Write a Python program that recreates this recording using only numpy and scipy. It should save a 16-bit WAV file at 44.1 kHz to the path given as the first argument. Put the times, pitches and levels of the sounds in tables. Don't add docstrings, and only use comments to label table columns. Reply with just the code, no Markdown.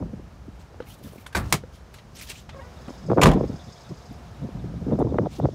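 import sys
import numpy as np
from scipy import signal
from scipy.io import wavfile
from scipy.ndimage import uniform_filter1d

SR = 44100
rng = np.random.default_rng(int(sys.argv[2]) if len(sys.argv) > 2 else 0)


def attenuation_scalar(level_db):
    decades = np.asarray(level_db, float) / 20
    return 10 ** decades


def bounce(signal):
    frames = np.transpose(np.atleast_2d(signal))
    limited = np.clip(frames, -1, 1)
    pcm = np.round(limited * 32767).astype(np.int16)
    wavfile.write(sys.argv[1], SR, pcm)


N = 244446
T = np.arange(N) / SR
BAND_EDGES_HZ = 28 * 2 ** np.arange(0, 9.5, .4)

# time_s, peak_db, weight_db_per_octave
LATCH_HITS = [
    (1.349, -15, 0),
    (1.3515, -11.5, -1),
    (1.3555, -25, -8),
    (1.361, -20.5, -1),
    (1.367, -18, -3),
    (1.373, -21, -1.5),
    (1.378, -26.5, 1),
    (1.398, -40.5, -7),
]
LEVER_HITS = [
    (1.519, -43, 6.5),
    (1.5252, -10.5, 0),
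    (1.54, -25, 6),
]
DOOR_HITS = [(3.2145, -23, -8), (3.2175, -10.5, -2.5), (3.225, -14.5, 1.5), (3.229, -20.5, -2),
             (3.234, -8, -5.5), (3.238, -19, 4.5), (3.25, -43.5, 10), (3.2575, -8.5, 1), (3.268, -13.5, 0),
             (3.272, -28, -1.5), (3.288, -21.5, 3), (3.315, -27, -4), (3.335, -30, 0)]
# pitch_hz, level_db_per_hz
LATCH_COLOUR = [(35, -36), (60, -2), (193, -9.5), (301, -9.5), (417, -11.5), (553, -17), (1580, -18.5),
                (1860, -22), (2050, -22.5), (3270, -37), (3580, -27.5), (7940, -29), (16000, -43.5)]
LEVER_COLOUR = [(35, -32), (60, -22.5), (130, -14), (256, -17), (323, -4.5), (566, -18.5), (636, -12.5),
                (1220, -10), (1410, -20), (2000, -8), (2350, -13), (8710, -14.5), (16000, -26.5)]
DOOR_COLOUR = [(24, -44), (40, -12), (101, -21), (171, -8), (320, -23.5), (363, -16), (680, -18.5),
               (990, -18.5), (1370, -39), (1520, -21.5), (2100, -29.5), (6820, -34), (16000, -47)]
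# pitch_hz, t60_s
LATCH_DECAY = [(80, 0.94), (300, 0.33), (1500, 0.25), (6000, 0.092), (15000, 0.18)]
LEVER_DECAY = [(80, 0.19), (300, 0.13), (1500, 0.12), (6000, 0.11), (15000, 0.087)]
DOOR_DECAY = [(60, 0.31), (300, 0.5), (1500, 0.18), (6000, 0.1), (15000, 0.062)]
# pitch_hz, level_db, t60_s
LATCH_MODES = [(100, -4, 0.48), (410, -10, 0.14), (897, 6, 0.032), (1155, -5, 0.065), (1541, 0, 0.043),
               (2380, 4, 0.017), (3050, -9.5, 0.027), (3700, -12, .03), (3900, -5, 0.027), (4560, -9, .03)]
LEVER_MODES = [(150, 7.1, 0.11), (330, 3, 0.13), (990, 26.2, 0.015), (2270, 13, 0.032), (4770, 15, .03),
               (6480, 4.7, .025)]
DOOR_MODES = [(76.5, 4.5, 0.28), (182, -16, 0.13), (490, 6, 0.042), (1020, 11, 0.018), (1194, 5, 0.042),
              (1960, -3, 0.032), (2320, -1, 0.018), (2710, 0, 0.011), (3500, -3, 0.0092), (7080, -5, .012)]

# time_s, length_s, slip_rate_hz, level_db, slope_db_per_overtone
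CREAKS = [(2.534, 0.011, 650, -49, -4.5), (2.547, 0.0044, 540, -40.5, -6.5), (2.566, 0.022, 537, -43, -7.5),
          (2.598, 0.018, 543, -42, -4.5), (2.618, 0.022, 946, -45.5, -8), (2.652, 0.056, 491, -53.5, -2)]

# time_s, peak_db, dull_body_db, body_hz, airy_top_db
TAPS = [(0.8033, -30, 11, 496, -35), (0.8227, -33, -2, 296, -23), (0.9394, -38, -37, 415, 2),
        (1.182, -35, 1, 244, -20), (1.2637, -21.5, -9.5, 1020, -3), (1.327, -26.5, -10, 1620, -7),
        (1.637, -42, 15.5, 500, -19), (1.9404, -24, -21, 408, -7.5), (1.9845, -26, -21, 626, -27),
        (2.2108, -24, -19, 528, -39.5), (2.3, -21.5, -18, 420.3, -3), (2.4912, -19, -13.5, 883, -39),
        (2.881, -28, 4, 243, -31), (2.9054, -44.5, 19.5, 276, -23), (4.989, -39.5, -16, 261, 5.5)]
CRACK_T60_S, BODY_T60_S = 0.086, 0.037

# time_s (full pressure), hold_s, level_db, top_end_db, low_end_db
RUBS = [(0.602, 0.013, -54.5, -8, -10), (0.874, 0.059, -48.5, 0, -15), (0.964, .07, -65, 4, -12),
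        (1.039, .05, -51.5, 3, -23), (1.115, 0.11, -55.5, 2.5, -14), (1.442, 0.13, -48, -7, 13.5),
        (1.743, 0.017, -51, -7, -15), (1.944, 0.029, -51.5, -7, 12), (2.163, .055, -42.5, -20, -11),
        (2.217, .015, -38, 0, -23), (2.27, .03, -44, -10, -3), (2.299, 0.01, -32.5, -7, -1),
        (2.324, .075, -44.5, -7, -13), (2.887, .06, -56.5, -7, 22.5), (5.318, 0.056, -46.5, -8, 10.5)]
RUB_RISE_DB_PER_S, RUB_FALL_DB_PER_S = 704, 396
# time_s, lowest_cavity_hz
CUPPING = [(.85, 2500), (.9, 2910), (.95, 3900), (1.05, 3194), (1.13, 2920), (1.2, 2286), (1.75, 3340),
           (1.95, 2702), (2.155, 4325), (2.18, 2680), (2.22, 2290), (2.27, 3500), (2.31, 2650),
           (2.36, 2610), (2.41, 3500), (5.3, 2253), (5.4, 3640)]
# multiple_of_lowest, width_hz, level_db
CAVITIES = [(1, 500, 5), (1.45, 704, -0.5), (3.2, 1520, 1.5)]
CAVITY_FLICKER_DB = 2.5
# time_s, pitch_hz, level_db, length_s
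SNAGS = [(.725, 444, -46, .015), (.746, 1050, -52, .0036), (.775, 450, -49, .01), (.804, 1400, -40, .003),
         (.804, 950, -42, .003), (.826, 1110, -48, .005), (.872, 11500, -54, .006), (.873, 2350, -50, .012),
         (.885, 774, -48, .015), (.889, 11200, -44, .003), (.905, 13800, -56, .004), (.91, 3120, -46, .011),
         (.942, 8500, -50, .003), (.99, 8800, -55, .005), (1.032, 4500, -56, .003),
         (1.052, 3620, -51, .004), (1.06, 1710, -51, .016), (1.08, 1300, -48, .004),
         (1.112, 3200, -51, .004), (1.132, 9500, -52, .005), (1.163, 11000, -52, .004),
         (1.185, 2230, -48, .0045), (1.267, 3300, -36, .003), (1.266, 2200, -40, .003),
         (1.267, 1400, -34, .0043), (1.331, 1590, -41, .0073), (1.941, 12000, -46, .0015),
         (2.158, 5400, -43, .005), (2.158, 13500, -50, .005), (2.213, 2195, -35, .0023),
         (2.214, 5400, -39, .003), (2.228, 2434, -45, .005), (2.228, 11000, -42, .004),
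         (2.275, 14500, -48, .003), (2.29, 1910, -44, .003), (2.301, 8000, -33, .003),
         (2.302, 15000, -42, .002), (2.303, 2440, -34, .0033), (2.312, 8500, -40, .003),
         (2.36, 2670, -42, .004), (2.385, 7040, -47, .02), (2.498, 4300, -46, .005),
         (2.882, 7800, -50, .002), (2.9, 6700, -52, .012), (3.218, 2340, -14, .003),
         (3.227, 2640, -15, .0033), (3.235, 3250, -11.5, .0026), (3.318, 3200, -33, .006),
         (4.129, 12000, -54, .002), (5.186, 2200, -33, .0012)]
SNAG_WIDTH = 0.086

# time_s (full strength), level_db, hold_s
GUSTS = [(0.0, -28.5, 0.032), (0.048, -39, 0.038), (0.166, -41, 0.01), (0.307, -48, .004),
         (0.485, -39, .004), (1.044, -41.5, 0.017), (1.085, -46, 0.033), (3.051, -33, .03),
         (3.102, -20.5, 0.02), (3.172, -21, 0.099), (3.367, -24, 0.047), (3.434, -23, 0.0089),
         (3.502, -31.5, 0.049), (3.683, -37, 0.0037), (3.919, -31, 0.003), (4.112, -36, 0.0036),
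         (4.421, -33, 0.046), (4.55, -33, 0.052), (4.644, -33.5, 0.11), (4.742, -35, 0.11),
         (4.877, -25.5, 0.058), (4.916, -25.5, 0.048), (4.991, -22.5, 0.036), (5.039, -25.5, 0.04),
         (5.091, -26.5, 0.075), (5.189, -24.5, 0.074), (5.407, -31, 0.009), (5.44, -21.5, 0.012),
         (5.535, -31, .01)]
GUST_RISE_DB_PER_S, GUST_FALL_DB_PER_S = 512, 582
# time_s, level_db, swing_hz, kink_db
DOOR_EDDIES = [(2.886, -26.5, 612, -7), (2.894, -28.5, 368, -6), (2.907, -33, 424, -7),
               (3.043, -28, 159, -44), (3.09, -18, 399, -30), (3.102, -17, 304, -7), (3.106, -7, 330, -17),
               (3.118, -9, 462, -10), (3.124, -8.5, 420, -20), (3.134, -12, 453, -13),
               (3.176, -5.5, 430, -16), (3.183, -5, 330, -8), (3.187, -8.5, 575, -5.5),
               (3.196, -5, 596, -9), (3.202, -30, 500, -12), (3.206, -9.5, 410, -10), (3.219, -7, 470, -26),
               (3.259, -6, 600, -1), (3.278, -11.5, 202, -20), (3.289, -10, 173, -9),
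               (3.296, -14, 173, -27), (3.362, -9.5, 300, -26), (3.375, -13, 249, -30),
               (3.412, -9, 410, -19), (3.434, -26, 285, -25), (3.443, -13, 325, -41),
               (3.502, -15.5, 196, -48), (3.54, -27, 280, -30)]
# time_s, level_db, swing_hz, kink_db
BREEZE_EDDIES = [(.021, -29, 424, -7), (0.063, -28, 270, -29), (0.14, -20, 182, -50),
                 (0.199, -27.5, 287, -20), (0.486, -28.5, 240, -37), (1.136, -32.5, 410, -17),
                 (3.914, -26, 259, -24), (4.491, -25, 278, -19), (4.647, -23, 290, -27),
                 (1.16, -31, 400, -23), (4.824, -49, 440, -30), (4.869, -18, 302, -39),
                 (4.887, -20.5, 302, -38), (4.899, -20, 320, -40), (4.916, -20, 400, -21),
                 (4.925, -12, 401, -19), (4.933, -8, 234, -29), (4.937, -18, 330, -18),
                 (4.957, -19, 298, -15), (4.991, -14.5, 423, -17), (5.002, -17, 285, -36),
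                 (5.009, -11, 570, -20), (5.018, -8.5, 440, -18.5), (5.027, -7.5, 286, -16),
                 (5.051, -13.5, 346, -31), (5.061, -22, 306, -33), (5.073, -15.5, 270, -23),
                 (5.1, -26, 355, -19), (5.126, -15, 350, -24), (5.146, -19, 495, -11),
                 (5.158, -16.5, 377, -32), (5.188, -9, 430, 2), (5.197, -9.5, 360, -27),
                 (5.225, -33, 298, -20), (5.241, -17.5, 305, -29), (5.25, -20, 238, -29),
                 (5.262, -14, 656, -14.5), (5.271, -11.5, 477, -27), (5.402, -14.5, 536, -13.5),
                 (5.443, -28, 432, -17), (5.457, -8.5, 527, -14), (5.49, -17, 438, -24),
                 (.746, -35.5, 420, -8), (1.016, -34.5, 378, -25), (1.051, -30, 201, -30),
                 (1.063, -36, 213, -35), (1.088, -38, 130, -40),
                 (4.434, -23.5, 196, -40), (4.45, -20.5, 176, -40), (4.575, -37, 164, -40),
               (4.616, -36, 179, -40), (4.703, -38, 150, -40), (4.742, -28, 366, -26),
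               (4.823, -18, 150, -35), (5.393, -17, 251, -30), (5.412, -26, 137, -45),
               (5.431, -24, 297, -16), (5.468, -21.5, 131, -43), (5.419, -25, 94, -50),
               (5.453, -12.5, 100, -50), (5.5, -30, 96, -50), (5.236, -29, 75, -50), (0.079, -34, 95, -50),
               (.1, -34, 100, -50), (3.142, -16, 120, -44), (3.167, -14.5, 380, -25),
               (4.945, -27, 420, -21), (5.223, -23, 400, -20), (1.072, -31, 170, -45)]
EDDY_CYCLES, TORN_SHARE = 1.33, 0.19
KINK_HZ, KINK_S = 890, 0.00019
CRACKLE_DB, CRACKLE_S = -13.5, 0.0013

# time_s, breeze_and_traffic_db, engine_distance_m
WALK = [(0, -35, 5.7), (.3, -49, 6.6), (1.9, -49.5, 5.2), (2.5, -46, 4.5), (2.9, -48, 2.3),
        (3.3, -34.5, 3.2), (3.75, -50.5, 1.9), (4.4, -45.5, 4), (4.8, -39.5, 3.8), (5.05, -38, 3.9),
        (5.54, -45.5, 2.4)]
# pitch_hz, width_hz, level_db
VALVES = [(3600, 500, -12), (5080, 600, 1), (6450, 450, -5), (7600, 1200, -12)]
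# share_of_turn, level_db
TICKS = [
    (0, 1),
    (.3, -11),
    (.63, -5),
]
TURN_S, FIRST_TICK_S, TURNS = .0828, 2.480, 37
BREATHER_SHARE, BREATHER_DB = .42, -1
ENGINE_DB_AT_1M, OPEN_AIR_DB, CABIN_SHADE_DB, HOOD_SHADE_DB = -46, -44, -4, -4
LEAVE_CABIN_S, REACH_HOOD_S = (2.9, 2.54), (4.5, 5.1)
# pitch_hz, level_db_per_hz
RUMBLE = [(15, -38), (25, -22), (59, 7.5), (107, -1.5), (143, -1.5), (271, -10), (500, -42.5), (650, -14.5),
          (1100, -120)]
# pitch_hz, level_db_per_hz
HISS = [(180, -60.5), (300, -20.5), (412, 0.5), (494, -3), (656, -3.5), (762, -6.5), (1060, -6.5),
        (1320, -9.5), (2140, -16), (16000, -38)]


def rms_one(x):
    return x / np.sqrt(np.mean(x ** 2) + 1e-20)


def band(x, low_hz, high_hz, order=2):
    sos = signal.butter(order, [low_hz, min(high_hz, .47 * SR)], "band", fs=SR, output="sos")
    return signal.sosfilt(sos, x)


def noise(low_hz, high_hz, order=2):
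    return rms_one(band(rng.standard_normal(N), low_hz, high_hz, order=order))


def narrow(hz, width_hz):
    phase = 2 * np.pi * np.cumsum(hz + np.zeros(N)) / SR
    r = np.exp(-np.pi * width_hz / SR)
    a, b = signal.lfilter([1], [1, -r], rng.standard_normal((2, N)))
    return rms_one(a * np.cos(phase) + b * np.sin(phase))


def at_hz(points, hz):
    points = np.array(points)
    return np.interp(np.log(hz), np.log(points[:, 0]), points[:, 1])


def in_time(table):
    s, *columns = np.transpose(table)
    return [np.interp(T, s, column) for column in columns]


def drift(rate):
    r = np.exp(-32 * np.pi * rate / SR)
    white = rng.standard_normal(N // 16 + 4002)
    slow = signal.lfilter([1], [1, -2 * r, r * r], white)[4000:]
    return np.interp(np.arange(N) / 16, np.arange(len(slow)), rms_one(slow))


def swells(s, db, hold, rise_db_per_s, fall_db_per_s):
    since = T[::16] - np.array(s)[:, None]
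    rising = rise_db_per_s * np.minimum(since, 0)
    falling = fall_db_per_s * np.maximum(since - np.array(hold)[:, None], 0)
    each = np.array(db)[:, None] + rising - falling
    level_db = np.interp(T, T[::16], np.maximum(each.max(0), -90))
    return level_db, np.repeat(each.argmax(0), 16)[:N]


def clicks(times, gains):
    out = np.full(N, 1e-18)
    np.add.at(out, np.clip((np.asarray(times) * SR).astype(int), 0, N - 1), gains)
    return out


def dying(train, rise, t60):
    quick, slow = np.exp(-1 / (rise * SR)), attenuation_scalar(-60 / (t60 * SR))
    tail = signal.lfilter([1], [1, -slow], train)
    return signal.lfilter([1 - quick], [1, -quick], tail)


def ring(train, hz, t60):
    r, w = attenuation_scalar(-60 / (t60 * SR)), 2 * np.pi * hz / SR
    return signal.lfilter([0, np.sin(w)], [1, -2 * r * np.cos(w), r * r], train)


def coloured(spectrum, patchy_db):
    white, together, out = rng.standard_normal((2, N)), drift(4.5), 0
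    for k, (low, high) in enumerate(zip(BAND_EDGES_HZ, BAND_EDGES_HZ[1:])):
        flicker_db = patchy_db * (together + drift(38.0))
        gain = attenuation_scalar(at_hz(spectrum, np.sqrt(low * high)) + flicker_db)
        out = out + gain * band(white[k % 2], low, high)
    return rms_one(out)


def blow(hits, spectrum, decay, modes, rattle_db, ring_db, crack_db):
    s, db, weight_db = np.transpose(hits)
    first = int((s[0] - .01) * SR)
    part = slice(first, first + SR)
    out, white = np.zeros(N), rng.standard_normal((2, SR))

    def strikes(hz, more_db):
        octaves_down = np.clip(np.log2(1500 / hz), -1, 3)
        return clicks(s, attenuation_scalar(db + more_db + weight_db * octaves_down))[part]

    for k, (low, high) in enumerate(zip(BAND_EDGES_HZ, BAND_EDGES_HZ[1:])):
        hz = np.sqrt(low * high)
        train = strikes(hz, rattle_db + at_hz(spectrum, hz))
        rise = .0002 + 1.2 / hz
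        rattle = dying(train, rise, at_hz(decay, hz))
        crack = dying(train, .3 * rise, .02 + 8 / hz)
        out[part] += (rattle + attenuation_scalar(crack_db) * crack) * band(white[k % 2], low, high)
    for hz, level_db, t60 in modes:
        uneven_db = rng.normal(0, 3.06, len(s))
        train = strikes(hz, ring_db + level_db + uneven_db) * rng.choice([-1, 1])
        out[part] += ring(train, hz, min(t60, 110 / hz))
    return out


def hood_latch():
    return blow(LATCH_HITS, LATCH_COLOUR, LATCH_DECAY, LATCH_MODES, rattle_db=4.5, ring_db=-14.0, crack_db=4.5)


def hood_lever():
    return blow(LEVER_HITS, LEVER_COLOUR, LEVER_DECAY, LEVER_MODES, rattle_db=6.5, ring_db=-21.5, crack_db=9)


def door_slam():
    return blow(DOOR_HITS, DOOR_COLOUR, DOOR_DECAY, DOOR_MODES, rattle_db=14.0, ring_db=-10.0, crack_db=6.5)


def hinge():
    out, wobble = np.zeros(N), drift(59)
    for s, length, hz, db, slope_db in CREAKS:
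        part = slice(int((s - .05) * SR), int((s + .05) * SR))
        phase = 2 * np.pi * np.cumsum(hz * (1 + 0.021 * wobble[part])) / SR
        tone = sum(attenuation_scalar(slope_db * k) * np.sin((k + 1) * phase) for k in range(4))
        swell = np.exp(-((T[part] - s) / (0.52 * length)) ** 2)
        out[part] += attenuation_scalar(db + 3.0) * swell * tone
    return out


def taps():
    out, crack, air = np.zeros(N), noise(960, 3700), noise(4700, 12000)
    for s, db, body_db, hz, air_db in TAPS:
        part = slice(int(s * SR), int((s + .3) * SR))
        hit = clicks([0], 0.92)[:part.stop - part.start]
        body = ring(dying(hit, .0001, 0.0011) / 8, hz, BODY_T60_S)
        body += 0.29 * ring(hit, 2.85 * hz, 0.22 * BODY_T60_S)
        body += 0.23 * ring(hit, 1.7 * hz, 0.55 * BODY_T60_S)
        snap = dying(hit, 0.00071, CRACK_T60_S) * (crack + attenuation_scalar(air_db) * air)[part]
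        out[part] += attenuation_scalar(db - 20.5) * snap + attenuation_scalar(db + body_db) * body
    return out


def rubbing():
    s, hold, db, top_db, low_db = np.transpose(RUBS)
    level_db, stroke = swells(s, db, hold, RUB_RISE_DB_PER_S, RUB_FALL_DB_PER_S)
    top_db, low_db = top_db[stroke], low_db[stroke]
    uneven = attenuation_scalar(1.5 * drift(79) + 1.8 * drift(900))
    grains = rng.standard_normal(N) * uneven
    (lowest_hz,) = in_time(CUPPING)
    middle = band(grains, 1900, 7800)
    for share, width_hz, cavity_db in CAVITIES:
        flicker = attenuation_scalar(cavity_db - 16.5 + CAVITY_FLICKER_DB * drift(25))
        middle = middle + flicker * uneven * narrow(share * lowest_hz, width_hz)
    top, low = band(grains, 5000, 23000), band(grains, 456, 1100)
    mix = rms_one(middle) + attenuation_scalar(top_db) * rms_one(top) + attenuation_scalar(low_db - 13) * rms_one(low)
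    return attenuation_scalar(level_db - 4.5) * mix


def snags():
    out, t = np.zeros(N), np.arange(-1500, 1500) / SR
    for (s, hz, db, length), white in zip(SNAGS, rng.standard_normal((len(SNAGS), 3000))):
        scratch = band(white, hz * (1 - SNAG_WIDTH), hz * (1 + SNAG_WIDTH))
        scratch = scratch * np.exp(-(t / length) ** 2)
        at = int(s * SR)
        out[at - 1500:at + 1500] += attenuation_scalar(db) * scratch / np.abs(scratch).max()
    return out


def wind_flutter():
    level_db, _ = swells(*np.transpose(GUSTS), GUST_RISE_DB_PER_S, GUST_FALL_DB_PER_S)
    flutter = noise(105.6, 195.4, order=3)
    height = np.sqrt(uniform_filter1d(flutter ** 2, size=600) + 0.2)
    flutter = rms_one(flutter / height)
    lumps = np.minimum(drift(32), 1.2)
    out = attenuation_scalar(level_db + 4.3 * lumps - 2.5) * flutter
    body_db = level_db + 0.7 * (level_db + 26.5) + 2.6 * drift(39) - 7.0
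    out += attenuation_scalar(body_db) * noise(207.5, 318, order=3)
    bright_db = level_db + 0.82 * (level_db + 32.0) + 0.78 * drift(49) - 18.5
    out += attenuation_scalar(bright_db) * noise(313, 655, order=3)
    edge_db = level_db + 0.82 * (level_db + 22.5) + 5.6 * drift(51) - 21.5
    out += attenuation_scalar(edge_db) * noise(640, 970, order=2)
    return out


def wind_eddies():
    out, eddies = np.zeros(N), DOOR_EDDIES + BREEZE_EDDIES
    ragged = noise(389, 554, order=2)
    crackle = noise(980, 2100, order=3)
    t = np.arange(-1200, 1200) / SR
    for (s, db, hz, kink_db), (phase, shift) in zip(eddies, rng.random((len(eddies), 2))):
        at = max(int(s * SR), 1200)
        part = slice(at - 1200, at + 1200)
        length = .5 * EDDY_CYCLES / hz
        turns = hz * (1.113 * t - 0.38 * length * np.log(np.cosh(t / length)))
        swing = np.sin(2 * np.pi * (turns + phase)) + TORN_SHARE * ragged[part]
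        swing = swing / np.cosh(t / length)
        late = t + 0.001177 + 0.0003 * shift
        front_s = KINK_S * attenuation_scalar(-0.15 * min(kink_db - 24.5, 0))
        kink = np.cos(2 * np.pi * (KINK_HZ * late + phase)) / np.cosh(late / front_s)
        spray = crackle[part] / np.cosh(late / CRACKLE_S)
        kink += attenuation_scalar(CRACKLE_DB + 1.05 * min(kink_db, -9)) * spray
        out[part] += attenuation_scalar(db - 4.5) * (swing + attenuation_scalar(min(kink_db, -4) + 8.5) * kink)
    return out


def open_air_db():
    cabin_db = np.interp(T, LEAVE_CABIN_S, [CABIN_SHADE_DB, 0])
    hood_db = np.interp(T, REACH_HOOD_S, [0, HOOD_SHADE_DB])
    return OPEN_AIR_DB + cabin_db + hood_db


def idling_engine():
    _, metres = in_time(WALK)
    engine_db = ENGINE_DB_AT_1M - 20 * np.log10(metres)
    turns = FIRST_TICK_S + TURN_S * np.arange(TURNS)
    uneven_db = rng.normal(0, 2.2, (3, TURNS))
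    train = 0
    for (share, db), more_db in zip(TICKS, uneven_db):
        train = train + clicks(turns + TURN_S * share, attenuation_scalar(db + more_db))
    metal = sum(attenuation_scalar(db) * noise(hz - width / 2, hz + width / 2, order=2) for hz, width, db in VALVES)
    body_shade = np.interp(T, [2.5, 2.9, 4.16, 4.22], [.6, 1.15, 1.25, .35])
    ticks = metal * dying(train, .004, .075) * body_shade
    puffs = clicks(turns + TURN_S * BREATHER_SHARE, attenuation_scalar(BREATHER_DB + 1.5 * uneven_db[1]))
    puffs = dying(puffs, .008, .13) * noise(3350, 3850)
    fan_and_intake = 0.43 * noise(4000, 6660) + 0.12 * noise(3100, 3900)
    fan_whine = attenuation_scalar(open_air_db() - 16.0) * noise(671, 732) * np.clip(T - 2.4, 0, 1)
    return attenuation_scalar(engine_db - 1.0) * (ticks + fan_and_intake + puffs) + fan_whine


def traffic_and_air():
    rumble_db, _ = in_time(WALK)
    hiss = coloured(HISS, patchy_db=.5)
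    rumble = coloured(RUMBLE, patchy_db=1.2)
    return attenuation_scalar(rumble_db + 3.0) * rumble + attenuation_scalar(open_air_db() - 7.0) * hiss


def scene():
    car = hood_latch() + hood_lever() + door_slam() + hinge()
    hand = taps() + rubbing() + snags()
    wind = wind_flutter() + wind_eddies()
    return (car + hand + wind + idling_engine() + traffic_and_air())[None]


def top_cut(x):
    return signal.sosfilt(signal.butter(12, 17000, fs=SR, output="sos"), x)


def record(dry):
    heard = signal.sosfilt(signal.butter(3, 42, "high", fs=SR, output="sos"), dry)
    limited = heard / (1 + (heard / .74) ** 4) ** .25
    mix = signal.sosfilt(signal.cheby2(16, 50, 16050, fs=SR, output="sos"), limited)
    return top_cut(mix)


dry = scene()
out = record(dry)
bounce(out)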